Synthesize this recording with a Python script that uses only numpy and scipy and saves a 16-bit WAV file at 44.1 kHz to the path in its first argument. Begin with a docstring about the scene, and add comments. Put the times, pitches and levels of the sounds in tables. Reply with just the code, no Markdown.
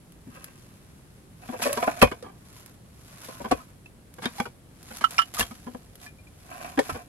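"""In an earth pit outdoors, a boulder is dragged, dropped and rocked into place on broken clay tiles.
Knocks are bursts of tiny contacts that ring hollows, slabs and shards; drops also thud in the soil.
Sliding is jerky stick-slip that rings the tiles; grit is a crowd of short noise bursts under boulder and shoes.
A loose stone, kicked away, clinks twice as fading sine waves. A phone a few metres off also hears
a faint steady rumble of filtered noise."""
import sys
import numpy as np
from scipy import signal
from scipy.fft import rfft, irfft
from scipy.io import wavfile

SR = 44100
rng = np.random.default_rng(int(sys.argv[2]) if len(sys.argv) > 2 else 0)


def log_audio(samples):
    """Write samples as a 16-bit WAV file to the path given in sys.argv[1]."""
    # one column per channel
    frames = np.atleast_2d(samples).T
    # limit to full scale, then quantise
    limited = np.clip(frames, -1, 1)
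    pcm = np.round(limited * 32767).astype(np.int16)
    wavfile.write(sys.argv[1], SR, pcm)


N = 312228
TIME = np.arange(N) / SR  # clock of the whole scene, s
RING = np.arange(int(.2 * SR)) / SR  # clock of one short sound, s

# Blows on the tile bed: t/s, slab level/dB, weight (hollows relative to slabs)/dB,
# hardness (shards relative to slabs)/dB, rattle time/s
KNOCKS = [(0.269, -60.5, 19, -2, 0.012), (1.486, -38.5, 5.5, -5.5, 0.015),
          (1.525, -32.5, -13, -10.5, 0.022), (1.596, -40, -8, -7, 0.0024), (1.619, -47, 8.5, 11.5, 0.017),
          (1.652, -28, -3.5, -16, 0.022), (1.771, -30.5, -4.5, -2, 0.0086), (1.826, -27.5, -14, -3, 0.003),
          (1.874, -20.5, -7.5, -8.5, 0.0058), (2.016, -21.5, -27, 3, 0.0081),
          (2.0205, -15.5, -21, -11, 0.0034), (2.026, -9.5, -5, -3.5, 0.003), (2.072, -40, -7, 1, 0.0027),
          (2.115, -32.5, -5.5, -2, 0.0097), (2.042, -27.5, -7.5, -3, 0.0085),
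          (2.235, -41.5, -5.5, -3, 0.056), (3.286, -40.5, -6, -11, 0.0079), (3.402, -37, -5.5, -11, 0.01),
          (3.443, -32.5, -3.5, -4.5, 0.026), (3.511, -24.5, -2, -2, 0.011),
          (3.519, -21.5, -6, -7.5, 0.0028), (4.185, -43, -9, -4.5, 0.0043), (4.22, -41, 0.5, 6, 0.046),
          (4.2559, -32.5, 2.5, 2, 0.0024), (4.4, -28, -1, 0, 0.0044), (4.455, -38, -12, -0.5, 0.011),
          (4.906, -44, -1.5, -1.5, 0.0091), (5.009, -42.5, -1, 6, 0.017), (5.393, -33.5, -7.5, -16, 0.0019),
          (5.407, -35.5, -2, 5, 0.0036), (5.427, -42, -7, 3, 0.0019), (5.509, -47, 6, -4, 0.0064),
          (5.666, -39.5, 4, -6, 0.017), (5.747, -39.5, 1.5, -9.5, 0.003), (6.775, -27.5, 7.5, -5.5, 0.0077),
          (6.79, -19, -5, -7.5, 0.002), (6.894, -35, -15.5, -2, 0.0035), (6.946, -36, -6.5, -3, 0.023)]
# Weight landing on the soil: t/s, level/dB
THUDS = [(2.025, -21.5), (3.519, -37), (5.406, -35.5), (6.922, -37.5)]
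# Ringing modes of the soil, the hollows under the tiles, the slabs and the shards:
# f/Hz, level/dB, time to fade by 60 dB/s
SOIL_MODES = [(56.7, -4, 0.13), (86.5, 1, 0.088), (137, -6, 0.11)]
HOLLOW_MODES = [(215, -14, .035), (262, -4, .045), (286, 0, .055)]
SLAB_MODES = [(440, 0, .045), (512, 2, .052), (590, -3, .035), (675, -2, .04), (748, -1, .04),
              (860, -6, .03), (1000, -5, .035)]
SHARD_MODES = [(1145, 3.5, 0.027), (1323, 4.5, 0.016), (1574, 1.5, 0.035), (1760, -11.5, 0.055),
               (2236, 0, 0.023), (2393, -12, 0.13), (3017, -6, 0.035), (3276, -9, 0.067), (4880, -14, .05)]
# Spectrum of cracking tile, also used for scuffs: f/Hz, level per Hz/dB
CRACK_COLOUR = [(200, -25), (1000, 11.5), (3000, -1), (4200, 4), (8000, -4), (11500, -4), (13300, -23.5)]


def knocks():
    """Each blow is a first contact and a dying rattle of smaller ones, which ring hollows, slabs and shards."""
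    rattle_per_s, rattle_spread_db, first_contact = 900, 5.1, 3.7
    crack_stretch, swell = 0.96, 0.081  # crushing fade and build-up, as shares of the rattle time
    crush_force_db = -14
    # hardness rings the shards and raises the cracking level faster still
    crack_db_at_zero, crack_per_hardness = -9, 2.08
    shard_tilt_db, tilt_per_hardness = -2.0, 0.5  # tilt in dB per octave
    out = np.zeros((2, N))
    two_shards = np.tile(SHARD_MODES, (2, 1))  # each blow lands on two shards
    for s, slab_db, weight_db, hardness_db, rattle_s in KNOCKS:
        hollow_db = slab_db + weight_db
        shard_db = slab_db + hardness_db
        crack_db = slab_db + crack_db_at_zero + crack_per_hardness * hardness_db

        build_up = 1 - np.exp(-RING / (swell * rattle_s))
        crush = hiss(len(RING)) * build_up * np.exp(-RING / (crack_stretch * rattle_s))
        rattle = clicks(rattle_per_s, rattle_spread_db, len(RING)) * build_up
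        rattle = rattle * np.exp(-(RING / rattle_s) ** 2.3)
        # the bed is crushed as well as struck, which roughens every ring
        force = rattle + undb(crush_force_db) * crush[1]
        force[0] += first_contact

        # a lightly loaded bed is slacker, so its hollows sound lower
        slack = .84 if max(slab_db, hollow_db) < -25 else 1
        # a hard contact brings out the high modes of the shards
        tilt_db = shard_tilt_db + tilt_per_hardness * hardness_db
        hollow = ring(HOLLOW_MODES, pitch=slack, detune=0.025, rise_cycles=2.2)
        slab = ring(SLAB_MODES, detune=0.038, tilt_db=3.0, right_db=-1.3)
        shard = ring(two_shards, detune=0.05, tilt_db=tilt_db, right_db=1.5)
        add(out, s, through(force, hollow), hollow_db)
        add(out, s, through(force, slab), slab_db)
        add(out, s, through(force, shard), shard_db)
        add(out, s, colour(crush, CRACK_COLOUR), crack_db)
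    for s, db in THUDS:
        add(out, s, ring(SOIL_MODES), db)
    return out


# The loose stone bouncing: t/s, level/dB, upper modes level/dB, ring length as a share of the full one
CLINKS = [(5.0402, -16.5, -27, 0.34), (5.0448, -21.5, -36, 0.58), (5.1878, -14.5, -21.5, 1),
          (5.217, -49, -31, 0.49)]
# Single shards ringing freely, and the loose stone's first light touch at 5.18 s: t/s, f/Hz, level/dB, time to
# fade by 60 dB/s
PINGS = [(1.637, 2483, -31.5, 0.034), (1.662, 627, -32.5, 0.055), (1.775, 968, -29, 0.11),
         (1.829, 1019, -30.5, 0.21), (2.017, 2587, -19, 0.043), (2.027, 489, -17.5, 0.037),
         (2.225, 498, -40, 0.028), (3.514, 742, -23, 0.048), (3.515, 1053, -31.5, 0.034),
         (3.602, 1268, -49, 0.092), (3.859, 2600, -49.5, .035), (4.246, 2530, -46, 0.031),
         (4.257, 3705, -33, 0.022), (4.383, 813, -34, 0.14), (5.182, 2440, -25.5, 0.0059),
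         (5.183, 5300, -28, 0.019), (5.369, 1232, -36, 0.055), (5.406, 2806, -27.5, 0.024),
         (5.409, 1730, -29, 0.061), (5.427, 3240, -35.5, 0.04), (5.511, 1275, -48, 0.09),
         (6.062, 1730, -46, 0.089), (6.065, 2417, -49, 0.14), (6.185, 2400, -58, 0.091),
         (6.27, 2416, -57, .1), (6.79, 1790, -28, 0.02), (6.791, 428, -23.5, 0.047),
         (6.897, 1295, -34, 0.077)]
# Main and upper ringing modes of the loose stone: f/Hz, level/dB, time to fade by 60 dB/s
STONE_MODES = [(1030, -8, .028), (1150, -7, .042), (1328, 0, .066), (1365, -14, .035)]
STONE_UPPER_MODES = [(1700, 7, 0.02), (2100, -7, 0.041), (2670, -4, 0.017), (2944, 4.5, 0.068),
                     (3137, -1.5, 0.053), (3490, -5, 0.03), (4700, -15, 0.032), (5500, -16.5, 0.027)]


def clinks():
    """The loose stone keeps its pitch; rough corners scuff and chatter its upper modes; single shards ping."""
    chatter_s, scuff_s = 0.0049, 0.0087
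    stone_chatter, ping_chatter = 0.41, .06
    scuff_db = -10  # relative to the upper modes or the ping
    out = np.zeros((2, N))

    def contact(roughness):
        """A touch and the brief chatter after it."""
        chatter = rng.standard_normal(len(RING)) * np.exp(-RING / chatter_s)
        return (RING == 0) + roughness * chatter

    def scuff():
        """Rough faces brushing past each other make a short burst of noise."""
        return colour(hiss(len(RING)) * np.exp(-RING / scuff_s), CRACK_COLOUR)

    for s, db, upper_db, length in CLINKS:
        # lying against other stones shortens the ring
        damped_modes = np.array(STONE_MODES) * [1, 1, length]
        upper = ring(STONE_UPPER_MODES, right_db=3.5)
        add(out, s, ring(damped_modes, right_db=13.0, rise_cycles=4.6), db)
        add(out, s, through(contact(stone_chatter), upper), upper_db)
        add(out, s, scuff(), upper_db + scuff_db)
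    for s, hz, db, t60 in PINGS:
        shard = ring([(hz, 0, t60)], right_db=1.5, rise_cycles=4.4)
        add(out, s, through(contact(ping_chatter), shard), db)
        add(out, s, scuff(), db + scuff_db)
    return out


# The boulder is shoved along: t/s, length/s, speed level/dB
SHOVES = [(0.35, 0.024, -51.5), (0.418, 0.015, -52), (1.434, 0.036, -48.5), (1.465, 0.099, -43.5),
          (1.615, 0.27, -30.5), (1.996, 0.02, -30.5), (3.298, 0.3, -49.5), (6.493, 0.084, -43.5),
          (6.623, 0.057, -40.5), (6.883, 0.032, -35.5)]


def boulder_speed():
    """Each shove gets the boulder going, keeps it sliding and lets it stop."""
    attack_s, release_s = 0.027, 0.052
    shoves = [undb(db) * push(s, length, attack_s, release_s) for s, length, db in SHOVES]
    return np.max(shoves, axis=0)


# Modes of the tiles that the boulder scrapes over: f/Hz, level/dB, time to fade by 60 dB/s
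DRAG_MODES = [(257, -12, 0.061), (800, -1.5, 0.013), (1053, -1.5, 0.023), (1262, -6, 0.03),
              (1571, -0.5, 0.017), (1790, -7.5, 0.02), (2326, -8, 0.022), (2560, -6.5, 0.018)]
# The gap under the boulder changes note as it slides onto other tiles: from t/s, f/Hz, level/dB
GAPS = [(0, 540, -7.5), (1.4, 716, 0), (1.63, 622, 5.5), (1.76, 696, 1.5), (2.4, 651, 0), (4.5, 725, 2)]


def grinding(sliding):
    """The stone sticks and slips in jerks, which ring the tiles and the gap beneath it."""
    slips_per_s, slip_spread_db, jerk_db = 450, 2.8, 3
    catch_s, catch_db, gap_t60 = .025, -9, 0.035
    # the stone catches on an edge for a moment before each knock
    caught = np.max([(TIME > s - catch_s) & (TIME < s) for s, *_ in KNOCKS], axis=0)
    speed = sliding * undb(catch_db * caught + jerk_db * walk(60))
    slips = unit(clicks(slips_per_s, slip_spread_db, N)) * speed
    place = np.searchsorted([s for s, *_ in GAPS[1:]], TIME)  # which gap is under the boulder
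    out = 0
    for k, (s, hz, db) in enumerate(GAPS):
        body = ring([(hz, db, gap_t60)] + DRAG_MODES, detune=0.029, right_db=3.0)
        body = body / np.sqrt(np.sum(body ** 2) / 2)
        out = out + through(slips * (place == k), body)
    return out


# A shoe or the boulder's edge bears down on grit and eases off: peak t/s, level/dB, build-up/s, release/s
CRUNCHES = [(.52, -60, 0.34, 0.75), (1.628, -29, 0.0089, 0.056), (2.58, -51.5, 0.12, 0.11),
            (3.27, -45, 0.16, 0.16), (4.235, -51.5, 0.05, 0.054), (4.392, -42, 0.057, 0.045),
            (4.955, -44, 0.085, 0.13), (5.127, -43, 0.027, 0.11), (5.347, -37.5, 0.0052, 0.11),
            (5.404, -25, 0.02, 0.018), (5.55, -55, 0.068, 0.37), (6.035, -44.5, 0.026, 0.033),
            (6.65, -52.5, 0.23, 0.043), (6.9, -42.5, 0.1, 0.042)]


def pressure():
    """The load on the grit builds and eases with each crunch."""
    crunches = [undb(db) * push(s, 0, build_s, release_s) for s, db, build_s, release_s in CRUNCHES]
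    return np.max(crunches, axis=0)


# Single grains of grit snapping: t/s, level/dB
SNAPS = [(0.1217, -58.5), (0.443, -42), (1.729, -30.5), (2.0258, -23.5), (2.661, -50), (4.14, -54.5),
         (4.829, -52), (4.97, -42.5), (5.108, -42.5), (5.339, -42.5), (5.395, -26), (5.955, -51.5)]
# Spectra of the crushed grit and of a snapping grain: f/Hz, level per Hz/dB
GRIT_COLOUR = [(200, -28), (1000, -1), (2500, -3.5), (5300, -4), (7000, -4.5), (9000, -9.5), (11000, -2),
               (12300, -6), (13500, -21.5)]
SNAP_COLOUR = [(500, -9), (8500, -8.5), (11500, -1.5), (14000, -20.5)]


def grit(crushing):
    """Dense tiny fractures are each a short burst of noise; now and then a single grain snaps."""
    grains_per_s, spread_db, flicker_db = 1800, 4, 0.5
    grain_s, snap_s = .0018, .003
    force = unit(clicks(grains_per_s, spread_db, N)) * undb(flicker_db * walk(70))
    # overlapping bursts add up in energy
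    energy = through(force ** 2, np.exp(-2 * RING / grain_s)[None])
    burst = np.maximum(energy, 0) ** .5
    out = unit(colour(burst * hiss(N), GRIT_COLOUR)) * crushing
    for s, db in SNAPS:
        snap = hiss(len(RING)) * np.exp(-RING / snap_s)
        add(out, s, colour(snap, SNAP_COLOUR), db)
    return out


def pit(x):
    """Earth walls and stones soon scatter the sound; the garden beyond returns a faint tail, mostly treble."""
    near_db, near_t60, near_from_s = -11, 0.083, .004
    far_db, far_t60, far_from_s = -32, 0.22, .03
    fade = undb(-60 * RING / np.array([near_t60, far_t60])[:, None, None])
    near, far = rng.standard_normal((2, 2, len(RING))) * fade
    near = near * (RING > near_from_s)
    far = colour(far * (RING > far_from_s), [(1500, -24.0), (12000, -2.5)])
    response = undb(near_db) * unit(near) + undb(far_db) * unit(far)
    return x + through(x, response / np.sqrt(len(RING)))


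# Spectrum of the outdoor background: f/Hz, level per Hz/dB
OUTDOORS_COLOUR = [(20, -16.5), (55, -1.5), (140, 0), (260, -7.5), (500, -16), (1000, -25), (6000, -36),
                   (11500, -31), (14000, -48)]


def outdoors():
    """Steady distant rumble, much alike on both sides, under a thin diffuse hiss: all filtered noise."""
    level_db = -51
    mid, side = rng.standard_normal((2, N))
    # left and right differ most in the treble
    side = colour(side, [(25, -3), (70, -11), (140, -16), (400, -6), (1000, 0)])
    both = mid + side * np.array([[1], [-1]])
    return unit(colour(both, OUTDOORS_COLOUR)) * undb(level_db)


def ring(modes, pitch=1, detune=0., tilt_db=0., right_db=0., rise_cycles=1.0, wide_hz=380):
    """Left and right ring of a body as fading sines; where it is touched shifts and weights its modes."""
    scatter_db = 1.6
    hz, db, t60 = np.transpose(modes)[:, :, None]
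    shift, size, pan = rng.standard_normal((3, len(modes), 1))
    ports = np.array([-1, 1])[:, None, None] / 2  # left, right
    side = (-1) ** np.arange(len(modes))[:, None]
    # high modes reach the two ports out of step
    phase = 2 * np.pi * hz * pitch * (1 + detune * shift) * RING + 2 * ports * side * hz / (hz + wide_hz)
    db = db + tilt_db * np.log2(hz / hz[0])
    db = db + scatter_db * (size + ports * pan) + ports * right_db
    rise = 1 - np.exp(-RING * hz / rise_cycles)
    return np.sum(rise * undb(db - 60 * RING / t60) * np.sin(phase), axis=1)


def clicks(per_s, spread_db, size):
    """Random micro-contacts: many small, a few large."""
    hit = rng.random(size) < per_s / SR
    strength = undb(spread_db * np.minimum(rng.exponential(size=size), 4))
    return hit * rng.choice([-1, 1], size) * strength


def hiss(size, apart=1.0):
    """Noise at two ports: the left hears the common part a moment later, and each has a share of its own."""
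    common, left, right = rng.standard_normal((3, size))
    late = np.roll(common, 4)  # in samples
    return np.array([late + apart * left, common + apart * right])


def walk(rate):
    """Slow random wavering around 0, through `rate` random points per second."""
    knots = rng.standard_normal(N // 100)
    return np.interp(TIME * rate, np.arange(len(knots)), knots)


def push(s, hold_s, attack_s, release_s):
    """Envelope that builds up to time s, holds and dies away."""
    before = np.minimum(TIME - s, 0)
    after = np.maximum(TIME - s - hold_s, 0)
    return np.exp(before / attack_s - after / release_s)


def colour(x, points):
    """Filter that gives noise a spectrum of (f/Hz, level/dB) points without sounding ahead of its input."""
    hz, db = np.transpose(points)
    size = 2048
    log_hz = np.log(np.fft.rfftfreq(size, 1 / SR) + 1)
    log_gain = np.log(undb(np.interp(log_hz, np.log(hz), db)))
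    # folding the cepstrum forward in time gives the minimum-phase filter
    cepstrum = irfft(log_gain) * np.r_[1, np.full(size // 2 - 1, 2), np.zeros(size // 2)]
    return through(x, irfft(np.exp(rfft(cepstrum)))[None])


def through(x, response):
    """Let a sound excite a response (convolution), keeping the length."""
    return signal.fftconvolve(np.atleast_2d(x), response, axes=1)[:, :np.shape(x)[-1]]


def add(out, s, sound, db):
    """Mix in a short sound at time s; db is its energy as an rms over one blow length."""
    blow_s = .02
    start = int(s * SR)
    sound = sound * undb(db) / np.sqrt(np.sum(sound ** 2) / (2 * blow_s * SR))
    out[:, start:start + sound.shape[1]] += sound[:, :N - start]


def undb(db):
    """Decibels to gain."""
    return 10 ** (np.asarray(db) / 20)


def unit(x):
    """Scale to rms 1."""
    return x / np.sqrt(np.mean(x ** 2))


def scene():
    """All the stone work in the pit, over the outdoors; sliding crushes grit, and crushing slides the tiles."""
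    crunch_slide_db = -6.5
    shove_grit_db, grit_per_speed = -22.5, 0.67  # second: dB of grit gained per dB of speed
    speed, load = boulder_speed(), pressure()
    sliding = np.hypot(speed, undb(crunch_slide_db) * load)
    crushing = np.hypot(load, undb(shove_grit_db) * speed ** grit_per_speed)
    stone_work = knocks() + clinks() + grinding(sliding) + grit(crushing)
    return pit(stone_work) + outdoors()


def record(dry):
    """The phone rounds off loud peaks and cuts the top of the treble."""
    top_hz = 15800
    rounded = np.tanh(dry)
    return signal.sosfilt(signal.ellip(8, .2, 70, top_hz, fs=SR, output="sos"), rounded)


dry = scene()
out = record(dry)
log_audio(out)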